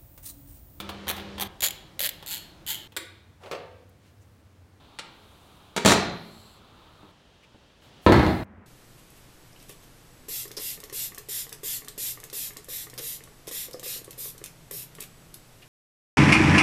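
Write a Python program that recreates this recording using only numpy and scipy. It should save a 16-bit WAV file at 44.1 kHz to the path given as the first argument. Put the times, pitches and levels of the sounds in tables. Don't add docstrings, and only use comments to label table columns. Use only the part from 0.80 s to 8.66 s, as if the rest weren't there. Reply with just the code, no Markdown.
import sys
import numpy as np
from scipy import signal
from scipy.fft import rfft, irfft
from scipy.io import wavfile
from scipy.ndimage import uniform_filter1d

SR = 44100
rng = np.random.default_rng(int(sys.argv[2]) if len(sys.argv) > 2 else 0)


def dump(signal):
    limited = np.clip(np.atleast_2d(signal).T, -1, 1)
    pcm = np.round(limited * 32767).astype(np.int16)
    wavfile.write(sys.argv[1], SR, pcm)


N = 346626
TIME = np.arange(N) / SR
HANGER_END_S, CLAMP_END_S, PIPE_END_S = .676, 1.44, 2.076
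SIDE_END_S, ENGINE_END_S, BENCH_END_S = 4.0, 6.315, 7.636


def from_db(db):
    return 10 ** (np.asarray(db) / 20)


def unit(x):
    return x / np.sqrt(np.sum(x ** 2) + 1e-20)


def at_hz(points, hz):
    points_hz, values = np.transpose(points)
    return np.interp(np.log(np.maximum(hz, 1)), np.log(points_hz), values)


def decay(t60_s, t):
    return np.exp(-np.log(1000) * t / max(t60_s, 1e-3))


def through(x, response):
    return signal.oaconvolve(x, response)[:N]


def between(start_s, end_s):
    return uniform_filter1d(((TIME >= start_s) & (TIME < end_s)) * 1.0, size=64)


def soften(x, corner_hz):
    pole = np.exp(-2 * np.pi * corner_hz / SR)
    return signal.lfilter([1 - pole], [1, -pole], x)


def colour(spectrum, size=8192):
    bins_hz = np.arange(size // 2 + 1) * SR / size
    cepstrum = irfft(np.log(from_db(at_hz(spectrum, bins_hz))))
    cepstrum[1:size // 2] *= 2
    cepstrum[size // 2 + 1:] = 0
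    return unit(irfft(np.exp(rfft(cepstrum))))


def in_room(x, direct_db, room_db, wall_hz):
    # frequency_hz, t60_s
    room_t60 = [(60, .8), (250, .7), (1000, .68), (4000, .64), (5500, .46), (8000, .34), (15000, .32)]
    t, tail = TIME[:SR], 0
    edges_hz = np.geomspace(30, 19000, 32)
    for low, high in zip(edges_hz, edges_hz[1:]):
        bandpass = signal.butter(2, [low, high], "band", fs=SR, output="sos")
        band = signal.sosfilt(bandpass, rng.standard_normal(SR))
        envelope = decay(at_hz(room_t60, np.sqrt(low * high)), t)
        energy = (high - low) * at_hz(room_t60, low)
        tail = tail + unit(band * envelope) * np.sqrt(energy)
    build_up = 1 - decay(.013, t)
    response = soften(unit(tail * build_up), wall_hz)
    return from_db(direct_db) * x + from_db(room_db) * through(x, response)


def struck(contacts, spectrum, t60_s, push_db):
    out, body = np.zeros(N + SR), colour(spectrum)
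    envelope = decay(t60_s, TIME[:SR // 4])
    for time_s, level_db, *brightness_hz in contacts:
        force = unit(rng.standard_normal(len(envelope)) * envelope)
        force[0] += from_db(push_db)
        burst = signal.fftconvolve(force, body)
        if brightness_hz:
            burst = soften(burst, brightness_hz[0])
        onset = max(round(time_s * SR), 0)
        out[onset:onset + len(burst)] += from_db(level_db) * unit(burst) * np.linalg.norm(envelope)
    return out[:N]


def with_ring(hits, contacts, modes, ring_db, spread=0, count=1):
    times_s, levels_db = np.transpose(contacts)[:2]
    onsets, ring = np.round(times_s * SR).astype(int), 0
    for mode_hz, mode_db, t60_s in modes:
        for offset in np.arange(count) - (count - 1) / 2:
            strengths = from_db(levels_db + mode_db + rng.normal(0, 1.3, len(onsets)))
            impulses = np.full(N, 1e-18)
            impulses[onsets] = strengths * rng.choice([-1, 1], len(onsets))
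            detuned_hz = mode_hz * (1 + spread * offset * rng.uniform(.3, 1))
            radius, angle = decay(t60_s, 1 / SR), 2 * np.pi * detuned_hz / SR
            feedback = [1, -2 * radius * np.cos(angle), radius ** 2]
            ring = ring + signal.lfilter([0, np.sin(angle)], feedback, impulses)
    return hits + from_db(ring_db) * np.linalg.norm(hits) * unit(ring)


def rebounds(start_s, gap_s, level_db, loss_db, brightness_hz, count):
    jitter_share, uneven_db = .06, 1
    return [(start_s + gap_s * (k + jitter_share * late),
             level_db - loss_db * k + uneven_db * harder, brightness_hz)
            for k, (late, harder) in enumerate(rng.standard_normal((count, 2)))]


def ventilation():
    # frequency_hz, level_db
    air_hanger = [(18, -56), (30, -22), (86, 3), (131, -11.5), (199, -6), (252, -16), (328, -2), (364, -21),
                  (394, -8.5), (780, -16.5), (3980, -22), (16000, -54)]
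    air_clamp = [(18, -38.5), (30, -2), (161, -4), (266, -12.5), (303, -6), (426, -13.5), (486, -21),
                 (526, -12.5), (1430, -20.5), (1590, -23), (3580, -27.5), (16000, -42)]
    air_side = [(18, -76.5), (30, -33.5), (93, 1), (131, -13), (303, -17.5), (415, -23), (449, -18),
                (526, -23), (1810, -31), (16000, -48)]
    air_engine = [(26, -11.5), (85, -0.5), (125, -5.5), (300, -8.5), (450, -12.5), (1180, -12), (1900, -24),
                  (3700, -16.5), (5400, -31.5), (16000, -41)]
    air_bench = [(26, -46.5), (45, 8.5), (170, 5.5), (202, 4.5), (321, 1.5), (500, 1), (1100, -4.5),
                 (1710, -6.5), (2240, -9.5), (3080, -4), (16000, -33.5)]
    air_stand = [(35, -21), (91, -0.5), (145, -23), (206, -1), (290, -15.5), (2000, -25.5), (4000, -50),
                 (12000, -63)]
    # pitch_hz, level_db
    partials = [(199.2, -46), (328.4, -58), (387.6, -56.5), (565.2, -58)]
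    spectra = [air_hanger, air_clamp, air_side, air_engine, air_bench, air_bench, air_stand]
    levels_db = [-45, -52, -55.5, -54, -58.5, -54, -50.5]
    edges_s = [0, HANGER_END_S, PIPE_END_S, SIDE_END_S, ENGINE_END_S, 7.02, BENCH_END_S, N / SR]
    air = 0
    for spectrum, level_db, start_s, end_s in zip(spectra, levels_db, edges_s, edges_s[1:]):
        rush = through(rng.standard_normal(N), colour(spectrum))
        air = air + from_db(level_db) * rush * between(start_s, end_s)
    hum = sum(from_db(db) * np.sqrt(2) * np.sin(2 * np.pi * (hz * TIME + rng.random()))
              for hz, db in partials)
    return air + hum * between(0, HANGER_END_S)


def hiss_swells():
    # start_s, end_s, centre_hz, bandwidth_hz, level_db
    bands = [(2.604, 2.724, 600, 350, -50), (3.09, 3.102, 13000, 5000, -65), (3.217, 3.32, 2500, 2500, -67),
             (3.2, 3.65, 12000, 9000, -77), (3.41, 3.44, 7000, 3000, -69), (4.3, 5.0, 8900, 8000, -68.5),
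             (5.3, 5.802, 4180, 200, -58.5), (5.447, 5.8, 7600, 300, -66.5),
             (5.298, 5.8, 11300, 3500, -65.5), (5.8, 6.333, 1240, 200, -62), (6.626, 6.654, 2500, 450, -57),
             (7.008, 7.1, 10000, 9000, -70), (7.213, 7.65, 10900, 9100, -54)]
    out = np.zeros(N)
    for start_s, end_s, centre_hz, bandwidth_hz, level_db in bands:
        progress = np.clip((TIME - start_s) / (end_s - start_s), 0, 1)
        swell = np.sin(np.pi * progress).clip(0) ** .5
        resonance = signal.iirpeak(centre_hz, centre_hz / bandwidth_hz, fs=SR)
        hiss = signal.lfilter(*resonance, rng.standard_normal(N))
        out += from_db(level_db) * swell * hiss / hiss.std()
    return out


def handling():
    # start_s, level_db, brightness_hz
    tap_contacts = [(.002, -27.5, 9000), (.0915, -27, 4000), (.27, -31, 2200), (.30, -25.5, 1498),
                    (.3657, -33.5, 12000), (.381, -34, 3020), (.397, -33, 1502), (.581, -30, 2494),
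                    (.62, -30, 1500), (.826, -30.5, 700), (1.426, -37, 6000), (2.1215, -46, 6000)]
    # start_s, level_db
    bolt_contacts = [(4.1883, -28), (4.194, -31)]
    bump_contacts = [(6.231, -40.5), (6.746, -44)]
    # frequency_hz, level_db
    tap_spectrum = [(100, -9), (300, -3), (900, 1), (2000, -6), (3500, 1.5), (6000, -13.5), (15000, -9)]
    bolt_spectrum = [(150, -7), (900, 0.5), (3000, -1.5), (4200, 0.5), (6000, -10), (8500, -8),
                     (11000, -22), (16000, -36)]
    bump_spectrum = [(60, -3), (180, 2), (400, -2.5), (1500, -22), (8000, -64)]
    taps = struck(tap_contacts, tap_spectrum, t60_s=.072, push_db=-9)
    bolt = struck(bolt_contacts, bolt_spectrum, t60_s=.061, push_db=-6)
    bumps = struck(bump_contacts, bump_spectrum, t60_s=.066, push_db=-8)
    return in_room(taps + bolt + bumps, direct_db=-3, room_db=-7.5, wall_hz=4000)


def tool():
    # start_s, level_db, brightness_hz
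    clinks = [(2.1655, -29, 12000), (2.171, -28.5, 6000)]
    # frequency_hz, level_db
    spectrum = [(120, -51), (200, -34), (311, -6.5), (1060, -13.5), (1250, -5.5), (1770, -9.5),
                (2250, -3.5), (2750, -13.5), (3760, -4.5), (6400, -20), (7410, -7), (10500, -15.5),
                (14600, -11), (16000, -25)]
    # pitch_hz, level_db, t60_s
    modes = [(335, 0, .3), (1450, -4, .15), (2280, -2, .22), (3900, -7, .26), (7520, -7, .28),
             (9450, -2, .3), (14350, -13, .22)]
    hits = struck(clinks, spectrum, t60_s=.05, push_db=-9)
    rung = with_ring(hits, clinks, modes, ring_db=-10, spread=.015, count=7)
    return in_room(rung, direct_db=3.5, room_db=-2.5, wall_hz=5900)


def silencer():
    # start_s, level_db, brightness_hz
    knocks = [(2.635, -44, 2490), (2.66, -42, 2500), (2.713, -29.5, 9000), (2.727, -30, 2000),
              (2.75, -35.5, 2000)]
    # frequency_hz, level_db
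    spectrum = [(59, -58), (100, -26), (163, -11.5), (224, -26), (502, -3), (634, -12), (910, -14),
                (1010, -20), (1200, -14.5), (1450, -20.5), (2860, -18.5), (8110, -35), (16000, -38)]
    # pitch_hz, level_db, t60_s
    modes = [(410, -3, .22), (503, -3, .55), (705, -7, .85), (893, -9, .55), (1168, -16, .55),
             (1588, -15, .43), (1976, -16, .55), (4517, -17, .45), (8050, -19, .22)]
    hits = struck(knocks, spectrum, t60_s=.087, push_db=-16)
    rung = with_ring(hits, knocks, modes, ring_db=-6.5)
    return in_room(rung, direct_db=2, room_db=-3, wall_hz=6000)


def pawl_clicks(start_s, fastest_s, end_s, teeth, start_speed, end_speed, level_db, swell_db):
    jitter_s, uneven_db = .0004, 1.33
    stages_s, t = [start_s, fastest_s, end_s], np.arange(start_s, end_s, 1 / SR)
    speed = np.exp(np.interp(t, stages_s, np.log([start_speed, 1, end_speed])))
    angle = np.cumsum(speed)
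    tooth_angles = np.linspace(angle[0], angle[-1], round(teeth))
    times_s = np.interp(tooth_angles, angle, t)
    levels_db = level_db - swell_db * np.interp(times_s, stages_s, [1, 0, 1])
    scatter = rng.standard_normal((len(times_s), 2)) * [jitter_s, uneven_db]
    return np.column_stack([times_s, levels_db]) + scatter


def swings(start_s, end_s, spectrum, t60_s):
    # start_s, fastest_s, end_s, teeth,
    # start_speed, end_speed, level_db, swell_db, ring_hz, ring_db, ring_t60_s
    strokes = [(0.2807, .298, .3122, 6, 0.64, 0.54, -20.5, 2, 3000, -21, 0.035),
               (0.599, .624, .6337, 6, .42, .25, -21, 4, 3300, -9, 0.035),
               (0.8059, .839, .9069, 15, 0.089, 0.078, -19, 7, 7010, -7, .028),
               (1.1941, 1.262, 1.291, 14, 0.36, 0.071, -22.5, -0.5, 12200, -9, 0.034),
               (1.4623, 1.524, 1.5795, 19, .51, .38, -25.5, 7.5, 4330, -10.5, 0.11),
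               (1.865, 1.905, 1.9535, 17, .55, 0.39, -23.5, 7.5, 3070, -6.5, 0.035)]
    out = 0
    for *motion, ring_hz, ring_db, ring_t60_s in strokes:
        if start_s <= motion[0] < end_s:
            clicks = pawl_clicks(*motion)
            hits = struck(clicks, spectrum, t60_s, push_db=-11)
            out = out + with_ring(hits, clicks, [(ring_hz, 0, ring_t60_s)], ring_db, spread=.018, count=5)
    return out


def ratchet():
    # frequency_hz, level_db
    on_hanger = [(470, -28), (800, -1.5), (1500, -16.5), (1660, -4.5), (2000, -7), (2840, -9.5),
                 (3300, -3.5), (4240, -5), (5050, -21), (5870, -10.5), (7540, -16), (14300, -5.5),
                 (16000, -16)]
    on_clamp = [(240, -34.5), (420, -18), (540, -2.5), (760, -15), (1200, -15.5), (1800, -5), (2700, -5.5),
                (3250, -0.5), (4200, -2.5), (5700, -13), (6950, -6), (8400, -11), (12500, -2),
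                (16000, -9.5)]
    on_pipe = [(350, -63), (600, -49), (894, -9), (1190, -37), (1310, -18), (1430, -14.5), (2680, -10),
               (3120, -6), (3340, -4), (4280, -9), (5790, -19.5), (7110, -5.5), (9110, -15.5), (13000, -5),
               (16000, -16.5)]
    hanger = swings(0, HANGER_END_S, on_hanger, t60_s=.015)
    clamp = swings(HANGER_END_S, CLAMP_END_S, on_clamp, t60_s=.021)
    pipe = swings(CLAMP_END_S, PIPE_END_S, on_pipe, t60_s=.016)
    return (in_room(hanger, direct_db=1, room_db=-8.5, wall_hz=8000) * between(0, HANGER_END_S)
            + in_room(clamp, direct_db=1.5, room_db=-11.5, wall_hz=7000)
            + in_room(pipe, direct_db=.5, room_db=-6.5, wall_hz=12170) * between(0, PIPE_END_S))


def collector():
    # start_s, level_db, brightness_hz
    clatter = [(4.9644, -24, 9000), (4.976, -23, 3970), (5.0495, -21, 14000), (5.0499, -13.5, 330),
               (5.0593, -10.5, 11960), (5.120, -15, 6990)]
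    # frequency_hz, level_db
    spectrum = [(24, -62.5), (40, -24), (118, -7), (167, -3.5), (290, -4.5), (422, -4), (503, -7),
                (630, -5), (1340, -8.5), (2570, -12.5), (2840, -14), (4030, -10), (4930, -16),
                (7540, -14.5), (16000, -32.5)]
    # pitch_hz, level_db, t60_s
    modes = [(153, -3, .5), (183, -2, .3), (226, 0, .35), (409, -3, .45), (635, -4, .4), (1700, -8, .35),
             (2331, -7, .34), (3460, -11, .45), (4020, -9, .55)]
    rattle = rebounds(start_s=5.076, gap_s=.0098, level_db=-15, loss_db=1, brightness_hz=9000, count=7)
    contacts = clatter + rattle
    hits = struck(contacts, spectrum, t60_s=.06, push_db=-8)
    rung = with_ring(hits, contacts, modes, ring_db=-13, spread=.03, count=2)
    return in_room(rung, direct_db=3, room_db=-2, wall_hz=9030)


def bench():
    # start_s, level_db, brightness_hz
    landing = [(7.2643, -5, 2980), (7.322, -9, 9000)]
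    # frequency_hz, level_db
    spectrum = [(30, -21), (52, -15), (76, -7), (102, -7.5), (160, -3.5), (260, -3.5), (330, -1),
                (420, -11.5), (560, -12), (830, -9), (1250, -18), (1750, -16.5), (2800, -25), (4200, -24),
                (5500, -36.5), (15000, -44)]
    # pitch_hz, level_db, t60_s
    modes = [(78, 4, .7), (125, -3, .5), (164, 0, .6), (247, -4, .5), (309, -2, .4), (338, -4, .5),
             (559, -7, .6), (629, -8, .4), (825, -8, .42), (1133, -7, .3), (1265, -11, .4), (1342, -11, .4),
             (1690, -16, .55), (4000, -22, .6)]
    rocking = rebounds(start_s=7.292, gap_s=.0345, level_db=-17, loss_db=.5, brightness_hz=5500, count=6)
    contacts = landing + rocking
    hits = struck(contacts, spectrum, t60_s=.058, push_db=-3)
    rung = with_ring(hits, contacts, modes, ring_db=-6.5)
    return in_room(rung, direct_db=-.5, room_db=.5, wall_hz=9200) * between(0, BENCH_END_S)


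def scene():
    return (ratchet() + handling() + hiss_swells() + tool() + silencer()
            + collector() + bench() + ventilation())[None]


def record(dry):
    ceiling, cutoff_hz = .9, 15900
    rounded = dry / (1 + (dry / ceiling) ** 6) ** (1 / 6)
    return signal.sosfilt(signal.ellip(12, .1, 90, cutoff_hz, fs=SR, output="sos"), rounded)


dry = scene()
out = record(dry)
dump(out)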